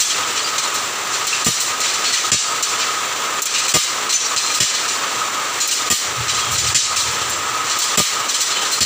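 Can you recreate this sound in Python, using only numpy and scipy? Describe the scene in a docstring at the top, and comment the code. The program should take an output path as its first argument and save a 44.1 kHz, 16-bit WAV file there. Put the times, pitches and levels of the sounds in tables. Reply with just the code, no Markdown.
"""A wooden jacquard handloom works in a hard-walled shed: heavy knocks in pairs, each a burst of rattle over a wood thump.
Between them hooks, rods and shuttle clatter; catches snap, bars clack, rods sing and small weights clink.
Blows are short groups of clicks that drive fading noise and ringing tones.
Behind lies the hissing, ringing din of more machinery, made of filtered noise, and for a while a low rumble.
A close mono microphone with a fast limiter makes the din duck under every loud blow."""
import sys
import numpy as np
from scipy import signal
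from scipy.fft import rfft, irfft, next_fast_len
from scipy.io import wavfile
from scipy.ndimage import uniform_filter1d, minimum_filter1d

SR = 44100
rng = np.random.default_rng(int(sys.argv[2]) if len(sys.argv) > 2 else 0)


def waveform_to_disk(signal):
    """Save audio, clipped to [-1, 1], as 16-bit WAV at the path in sys.argv[1]."""
    frames = np.transpose(np.atleast_2d(signal))
    scaled = np.clip(frames, -1, 1) * 32767
    samples = np.round(scaled).astype(np.int16)
    wavfile.write(sys.argv[1], SR, samples)


N = 390285

# In all tables the levels are relative: later gains shift them. t60_s is the time to fade by 60 dB.
# Hiss of the background machinery: pitch_hz, level_db (per Hz)
DIN_HISS = [(20, -38), (42, -35), (70, -17.5), (110, -4), (170, -8.5), (260, -2.5), (440, 2.5), (700, 0.5),
            (1700, 3.5), (2600, 2.5), (4200, 0.5), (7000, 2), (15000, -3.5)]
# Metal resonance in the background: pitch_hz, width_hz (nominal), level_db
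DIN_RESONANCES = [(1245.6, 51, 1), (1365, 200, -21), (1170.5, 110, -2.5), (1077, 243, -1)]
# Low rumble that swells for a while: time_s, level_db
RUMBLE_SWELL = [(6.0, -52), (6.074, -40), (6.164, -42), (6.202, -30), (6.236, -39), (6.472, -39.5),
                (6.506, -29.5), (6.732, -29), (6.794, -42), (7.122, -38), (7.676, -47), (7.7, -60)]
# Resonances of the rumble: pitch_hz, width_hz (nominal), level_db
RUMBLE_RESONANCES = [(89, 25, -0.5), (116, 14, -3)]
# Single rods and wires that sing out: start_s, pitch_hz, level_db, t60_s
SINGING_RODS = [(.44, 4760, -18, 0.31), (1.846, 7100, -20, 0.27), (2.055, 4350, -18.5, 0.55),
                (2.318, 4580, -16, .7), (2.365, 7620, -13, 0.46), (4.125, 6210, -6, 0.32),
                (4.136, 6040, -7, 0.32), (4.2, 5650, -17, .6), (4.136, 7000, -12, 0.41),
                (4.41, 4150, -23.5, 1.1), (5.608, 6920, -14, 0.33), (6.41, 3270, -22.5, .4),
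                (6.579, 7020, -14, 0.23), (7.298, 7440, -20.5, 0.59), (7.991, 2940, -21, 0.8),
                (8.511, 4170, -23.5, 1), (8.556, 3050, -23, 0.6), (8.726, 4180, -19, 0.61)]
# Hollow clacks of wooden bars: start_s, pitch_hz (centre of a cluster), level_db
WOODEN_BARS = [(1.329, 2690, -19), (2.135, 1910, -17.5), (2.321, 2780, -8), (3.551, 2850, -20),
               (4.607, 2890, -13), (8.81, 4430, -9)]
# Dry snaps of metal catches, which also jolt the hooks: start_s, snap_db, tilt_db_per_octave, jolt_db
CATCH_SNAPS = [(0.582, -4.5, -14, -16.5), (0.743, -20.5, 2, -19.5), (1.269, -13, 0, -14),
               (1.803, -9, -8, -17.5), (2.626, -2.5, -9, -10.5), (3.42, -0.5, -2.5, -18.5),
               (3.456, -2.5, -4, -13), (3.582, -14, -6, -14), (4.363, -5.5, -19, -9.5),
               (5.676, -6.5, 0.5, -12), (7.297, -16, -2, -33), (7.788, -9, -1, -12.5)]
# Loudest blows of hooks, rods and shuttle: start_s, level_db, brightness_db
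CLATTER_BLOWS = [(0.002, -4.5, 4.5), (0.095, -14, -2), (0.36, -18, -4), (1.122, -21, 0), (1.326, -23, -9),
                 (1.446, -7, 8), (1.6, -12.5, 7.5), (1.829, -19.5, -9), (1.879, -19.5, -1),
                 (2.039, -19, -8), (2.126, -9, -1), (2.8, -23, -12), (3.54, -13, -4.5), (3.68, -11, 4.5),
                 (4.093, -12.5, 0), (4.125, -7.5, 1.5), (4.2, -21, -4), (4.54, -13, 5), (4.74, -16, -3.5),
                 (4.88, -17.5, 1), (5.603, -11.5, 2), (5.712, -9, 4.5), (6.282, -13, -3), (6.51, -21.5, 12),
                 (6.577, -10.5, 1), (6.664, -13, 1), (6.961, -9.5, 1), (6.99, -15, 5), (7.698, -15, -4.5),
                 (7.819, -11, 4.5), (8.286, -12.5, 1), (8.338, -10, 1), (8.402, -7.5, 3.5),
                 (8.5, -21.5, -5), (8.718, -14.5, 8)]
# Heavy knocks: start_s, clack_db, jingle_db, tick_db, thump_db, hollow_wood_db
HEAVY_KNOCKS = [(1.461, -6, -1, -3, -6.5, -7.5), (2.317, -4, 3, -10, -12.5, -11),
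                (3.738, 0, 4, 1.5, -8, 0.5), (4.602, -6.5, -0.5, -9, -17.5, -17),
                (5.901, -6.5, -0.5, -1, -15, -11), (6.746, -4, 4, -10, -19, -21),
                (7.973, 0, 3, 2.5, -5.5, -1), (8.806, -9, -0.5, -6, -16, -16)]
# Three layers of a blow (clack, jingle, tick): low_hz, high_hz, level_db, t60_s (before the tail factor)
BLOW_REGISTERS = [(1600, 5700, 1.5, 0.46), (4250, 8700, 1.5, 0.48), (8400, 13700, 6.5, 0.35)]
# Ringing steel parts: pitch_hz, level_db, t60_s
STEEL_PARTS = [(2780, -17, .15), (3050, 1, 0.2), (4170, 0, 0.52), (4520, -15, .3), (5050, -11, 0.39),
               (5800, -25, .3), (6040, 2, 0.23), (6640, -9, .3), (7300, -10, 0.28), (8570, 1, 0.24),
               (9400, -8, .15)]
# Heavy frame of the loom: pitch_hz, level_db, t60_s
FRAME_MODES = [(90, -36, .12), (125, 0, 0.081), (169, 1.5, 0.059), (223, 2.5, 0.052)]
# Hollow wooden batten: pitch_hz, level_db, t60_s
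BATTEN_MODES = [(321, -2, 0.046), (470, -3.5, 0.061), (590, -1.5, 0.043), (767, -3, 0.03), (960, -6, 0.037),
                (1216, -0.5, 0.12)]
# Tone colour of the microphone: pitch_hz, level_db
MICROPHONE_COLOUR = [(4200, 0.5), (5000, -3.5), (6000, -0.5), (6350, 0.5), (6600, -7), (7000, 2), (7550, 1),
                     (8100, -6), (9200, -11), (11000, -19.5), (13700, -24), (14800, -3.5), (15500, -10.5)]
# Faint rattling in each weaving cycle (run-up, between knocks, follow-through):
# after_first_knock_s, length_s, level_db
CYCLE_RATTLES = [(-.33, .3, -24.5), (0.378, .44, -20.5), (1.052, .45, -27)]

PAIR_S = 0.85   # the first run of rattles starts from a knock this long before time zero
CLACK_DB, TICK_DB = -5.5, -9   # relative to the jingle; brightness trades clack for tick
STEEL_UNEVEN_DB = 3.5   # random spread of each steel part's level
CUTOFF_HZ = 15550
TIME = np.arange(N) / SR   # seconds
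SIZE = next_fast_len(N + SR)   # transform length, with a second to spare for tails
FREQ = np.maximum(np.arange(SIZE // 2 + 1) * SR / SIZE, 1)   # Hz


def from_db(db):
    """Turn decibels into a gain."""
    return 10 ** (np.asarray(db) / 20)


def rms_one(x):
    """Scale to unit power."""
    return x / np.sqrt(np.mean(x ** 2) + 1e-20)


def spectrum(points):
    """Join (Hz, dB) points into a gain for every frequency."""
    hz, db = np.transpose(points)
    return from_db(np.interp(np.log(FREQ), np.log(hz), db))


def shape(x, gain):
    """Filter a sound by a gain for every frequency."""
    return irfft(rfft(x, SIZE) * gain, SIZE)[:N]


def low_cut(x):
    """Little is radiated below the frame's lowest mode."""
    return signal.sosfilt(signal.butter(4, 68, "high", fs=SR, output="sos"), x)


def drift(rate_hz):
    """Smooth random wandering around 0 with a spread of 1; a higher rate wanders faster."""
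    step = 40   # work on every 40th sample, then fill in between
    r = np.exp(-2 * np.pi * rate_hz * step / SR)
    noise = rng.standard_normal(N // step + 2002)
    slow = signal.lfilter([1], [1, -2 * r, r * r], noise)[2000:]   # skip the start-up
    return np.interp(np.arange(N) / step, np.arange(len(slow)), rms_one(slow))


def fade(t, t60):
    """Ringing dies away by 60 dB in t60 seconds."""
    return np.exp(-np.log(1000) * t / t60)


def ring(click_train, hz, t60):
    """A unit click sets a fading sine of height 1 ringing."""
    r = fade(1 / SR, t60)
    w = 2 * np.pi * hz / SR
    return signal.lfilter([0, np.sin(w)], [1, -2 * r * np.cos(w), r * r], click_train + 1e-18)


def resonate(x, modes):
    """Parallel resonances, each applied twice for steep skirts, give unit power."""
    out = 0
    for hz, width_hz, db in modes:
        b, a = signal.iirpeak(hz, hz / (1.77 * width_hz), fs=SR)
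        once = signal.lfilter(b, a, x)
        out = out + from_db(db) * rms_one(signal.lfilter(b, a, once))
    return rms_one(out)


def bounces(times, spread_s, fade_db, count):
    """A blow is a first contact and fading rebounds: sample positions and strengths of unit energy."""
    when, size, sign = np.moveaxis(rng.random((len(times), 3, count)), 1, 0)
    is_rebound = np.arange(count) > 0
    late = (np.arange(count) + when - .5) / count * is_rebound   # 0 to 1 across the spread
    strength = from_db(-fade_db * late) * (.5 + size) * np.sign(sign - .5)
    at = np.clip((times[:, None] + spread_s * late) * SR, 0, N - 1).astype(int)
    return at, strength / np.linalg.norm(strength, axis=1, keepdims=True)


def clicks(contacts, level_db):
    """Place the contacts as a click train, with one level for each blow."""
    at, strength = contacts
    heights = strength * from_db(level_db)[:, None]
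    return np.bincount(at.ravel(), heights.ravel(), N)


def room_response(t60, crack_db, crack_t60):
    """One contact gives a short noisy crack, then the diffuse tail of the room (as a spectrum)."""
    t = TIME[:SR]
    envelope = np.hypot(fade(t, t60), from_db(crack_db) * fade(t, crack_t60))
    return rfft(rng.standard_normal(SR) * envelope, SIZE)


def blows(rows, contacts, crack_db, crack_t60, tail, steel_db):
    """Contacts sound in three registers and ring the steel parts, with uneven strength each time."""
    out = 0
    for k, (low_hz, high_hz, db, t60) in enumerate(BLOW_REGISTERS):
        band = rms_one(((1 + (low_hz / FREQ) ** 8) * (1 + (FREQ / high_hz) ** 12)) ** -.5)
        response = band * room_response(t60 * tail, crack_db, crack_t60)
        out = out + shape(clicks(contacts, rows[:, k + 1] + db), response)
    # besides the large parts, many small hooks and wires ring at pitches of their own
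    hooks = [(hz, -3, .079) for hz in rng.uniform(1758, 8500, size=40)]
    for hz, db, t60 in STEEL_PARTS + hooks:
        uneven_db = STEEL_UNEVEN_DB * rng.standard_normal(len(rows))
        jingle_db = rows[:, 2]
        out = out + ring(clicks(contacts, jingle_db + steel_db + db + uneven_db), hz, t60)
    return out


def machinery():
    """Countless distant impacts merge into a hiss and keep a metal resonance ringing."""
    impacts = rng.standard_normal(N) * from_db(0.95 * drift(27))
    hiss = rms_one(shape(impacts, spectrum(DIN_HISS)))
    drive = rng.standard_normal(N) * from_db(1.1 * drift(22))
    ringing = resonate(drive, DIN_RESONANCES)
    return from_db(-20) * hiss + from_db(-26.5 + 1.4 * drift(2.8)) * ringing


def rumble():
    """Resonant low noise swells unevenly and dies away."""
    times, levels = np.transpose(RUMBLE_SWELL)
    level_db = np.interp(TIME, times, levels) + drift(9.4)   # lumps of about 1 dB
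    switched_on = 1.0 * ((TIME > times[0]) & (TIME < times[-1]))
    present = uniform_filter1d(switched_on, size=4000)   # soft edges
    return low_cut(present * from_db(level_db) * resonate(rng.standard_normal(N), RUMBLE_RESONANCES))


def loose_weights(rows, per_s=150, settle_s=0.1, ring_t60=0.055, size_db=3.0, level_db=-6.0):
    """Each blow shakes the small hanging heddle weights, which clink together until they settle."""
    s, _, jingle_db, _ = np.transpose(rows)
    kicks = np.bincount(np.clip(s * SR, 0, N - 1).astype(int), from_db(jingle_db) ** 2, N)
    # the kicks add up as energy; the root turns it back into strength
    shaking = np.sqrt(signal.lfilter([1], [1, -np.exp(-2 / (settle_s * SR))], kicks + 1e-12))
    sizes = from_db(size_db * (np.minimum(rng.exponential(1, N), 3) - 1))
    touches = (rng.random(N) < per_s / SR) * sizes * shaking
    pitches = np.geomspace(2400, 9500, 32)
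    dealt = rng.integers(0, len(pitches), N)   # a random pitch for each touch
    clinks = sum(ring(touches * (dealt == k), hz, ring_t60) for k, hz in enumerate(pitches))
    return from_db(level_db) * clinks


def singing(rise_s=0.0029, waver=0.0033, flutter_db=3.0):
    """A shaken rod swells into one tone and dies away, wavering as it chatters in its seat."""
    out = np.zeros(N)
    bend = drift(31)
    flutter = from_db(flutter_db * drift(37))
    for s, hz, db, t60 in SINGING_RODS:
        start = int(s * SR)
        span = slice(start, min(start + SR, N))
        t = TIME[:span.stop - span.start]
        phase = 2 * np.pi * np.cumsum(hz * (1 + waver * bend[span])) / SR
        swell = 1 - np.exp(-t / rise_s)
        out[span] += from_db(db) * swell * fade(t, t60) * np.sin(phase)
    return flutter * out


def bars(t60=0.27, spread=0.04):
    """A struck bar rings briefly in a cluster of close modes."""
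    out = np.zeros(N)
    t = TIME[:SR // 2]
    for s, hz, db in WOODEN_BARS:
        modes = hz * (1 + spread * rng.standard_normal((8, 1)))
        tone = rms_one(np.sin(2 * np.pi * (modes * t + rng.random((8, 1)))).sum(0))
        at = int(s * SR)
        out[at:at + len(t)] += (from_db(db) * tone * fade(t, t60))[:N - at]
    return out


def snaps():
    """A catch springs shut close by: a tight, bright burst of contacts that is soon over."""
    bright = rms_one(spectrum([(1000, -40), (2600, -25), (6000, 2.5), (9000, 5), (15000, 6)]))
    response = bright * room_response(t60=0.058, crack_db=5.0, crack_t60=0.0059)
    octaves = np.log2(np.maximum(FREQ, 2500) / 6000)   # the tilt pivots at 6000 Hz
    out = 0
    for s, db, tilt_db, _ in CATCH_SNAPS:
        contacts = bounces(np.array([s]), spread_s=.014, fade_db=15, count=4)
        out = out + shape(clicks(contacts, [db]), response * from_db(tilt_db * octaves))
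    return from_db(8) * out


def rattles(count):
    """Each phase of the weaving cycle scatters faint blows: rows of start_s, level_db, brightness_db."""
    cycles = [-PAIR_S] + [knock[0] for knock in HEAVY_KNOCKS[::2]]
    rows = []
    for first in cycles:
        for after_s, length_s, db in CYCLE_RATTLES:
            times = first + after_s + length_s * (np.arange(count) + rng.random(count)) / count
            rows += [(s, db, 0) for s in times]
    return [row for row in rows if 0 < row[0] < N / SR]


def light_blows():
    """Gather loud blows, catch jolts and faint rattles: rows of start_s, clack_db, jingle_db, tick_db."""
    jolts = [(s, jolt_db, 0) for s, _, _, jolt_db in CATCH_SNAPS]
    s, db, bright_db = np.transpose(CLATTER_BLOWS + jolts + rattles(count=5))
    return np.transpose([s, db + CLACK_DB - bright_db, db, db + TICK_DB + bright_db])


def clatter(rows):
    """Hooks and rods drop and rebound as the opening between the threads changes."""
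    contacts = bounces(rows[:, 0], spread_s=.022, fade_db=3.5, count=5)
    return from_db(-2.0) * blows(rows, contacts, crack_db=2.5, crack_t60=0.053, tail=0.94, steel_db=-19)


def knocks():
    """The batten slams home: everything on it rattles, and the wood thumps below."""
    rows = np.array(HEAVY_KNOCKS)
    contacts = bounces(rows[:, 0], spread_s=.028, fade_db=4, count=9)
    rattle = blows(rows, contacts, crack_db=7, crack_t60=0.046, tail=0.8, steel_db=-18)
    # the wood answers about 4 ms later
    heavy = bounces(rows[:, 0] + 0.00398, spread_s=.03, fade_db=5.0, count=4)
    thump = sum(ring(clicks(heavy, rows[:, 4] + db), hz, t60) for hz, db, t60 in FRAME_MODES)
    hollow = 0
    for k, (hz, db, t60) in enumerate(BATTEN_MODES):
        hollow = hollow + (-1) ** k * ring(clicks(heavy, rows[:, 5] + db), hz, t60)   # signs alternate
    return from_db(-1.0) * rattle + from_db(4.0) * low_cut(thump + hollow)


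def scene():
    """Add the din behind and the loom in front; both channels are alike."""
    light = light_blows()
    background = machinery() + rumble()
    loom = loose_weights(light) + singing() + bars() + snaps() + clatter(light) + knocks()
    return np.tile(background + loom, (2, 1))


def loudness(x, edge=0.65, peak_share=0.5, crest_db=9.0):
    """What the limiter senses: a treble-weighted blend of power and peak level, in dB."""
    power = (x + edge * np.diff(x, prepend=0)) ** 2 + 1e-9
    mean_db = 10 * np.log10(uniform_filter1d(power, size=600))
    peak_db = 10 * np.log10(-minimum_filter1d(-power, size=600)) - crest_db
    return mean_db + peak_share * (peak_db - mean_db) - 3.5


def limiter(x, threshold_db, slope, ahead_s, hold_s, release_db, attack_s):
    """The gain starts to drop just before a loud sound, holds, and recovers by release_db a second."""
    ahead_db = np.interp(TIME + ahead_s, TIME, loudness(x))
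    cut = slope * np.maximum(ahead_db - threshold_db, 0)
    half = max(int(hold_s * SR / 2), 1)
    cut = -minimum_filter1d(-cut, 2 * half + 1, origin=half)   # hold the deepest recent cut
    cut = np.maximum.accumulate(cut + release_db * TIME) - release_db * TIME
    r = np.exp(-1 / (attack_s * SR))
    smooth_cut = signal.lfilter([1 - r], [1, -r], cut)
    return x * from_db(-smooth_cut)


def record(dry):
    """Apply microphone colour, limiter, rounded peaks and a steep top cut."""
    x = shape(dry[0], spectrum(MICROPHONE_COLOUR))
    x = limiter(x, threshold_db=-18, slope=0.69, ahead_s=0.0079, hold_s=0.03, release_db=130, attack_s=0.0043)
    x = 1.063 * np.tanh(x / 1.146)
    top_cut = 1 / (1 + np.exp(np.clip((FREQ - CUTOFF_HZ) / 25, -50, 50)))
    return np.tile(shape(x, top_cut), (2, 1))


dry = scene()
out = record(dry)
waveform_to_disk(out)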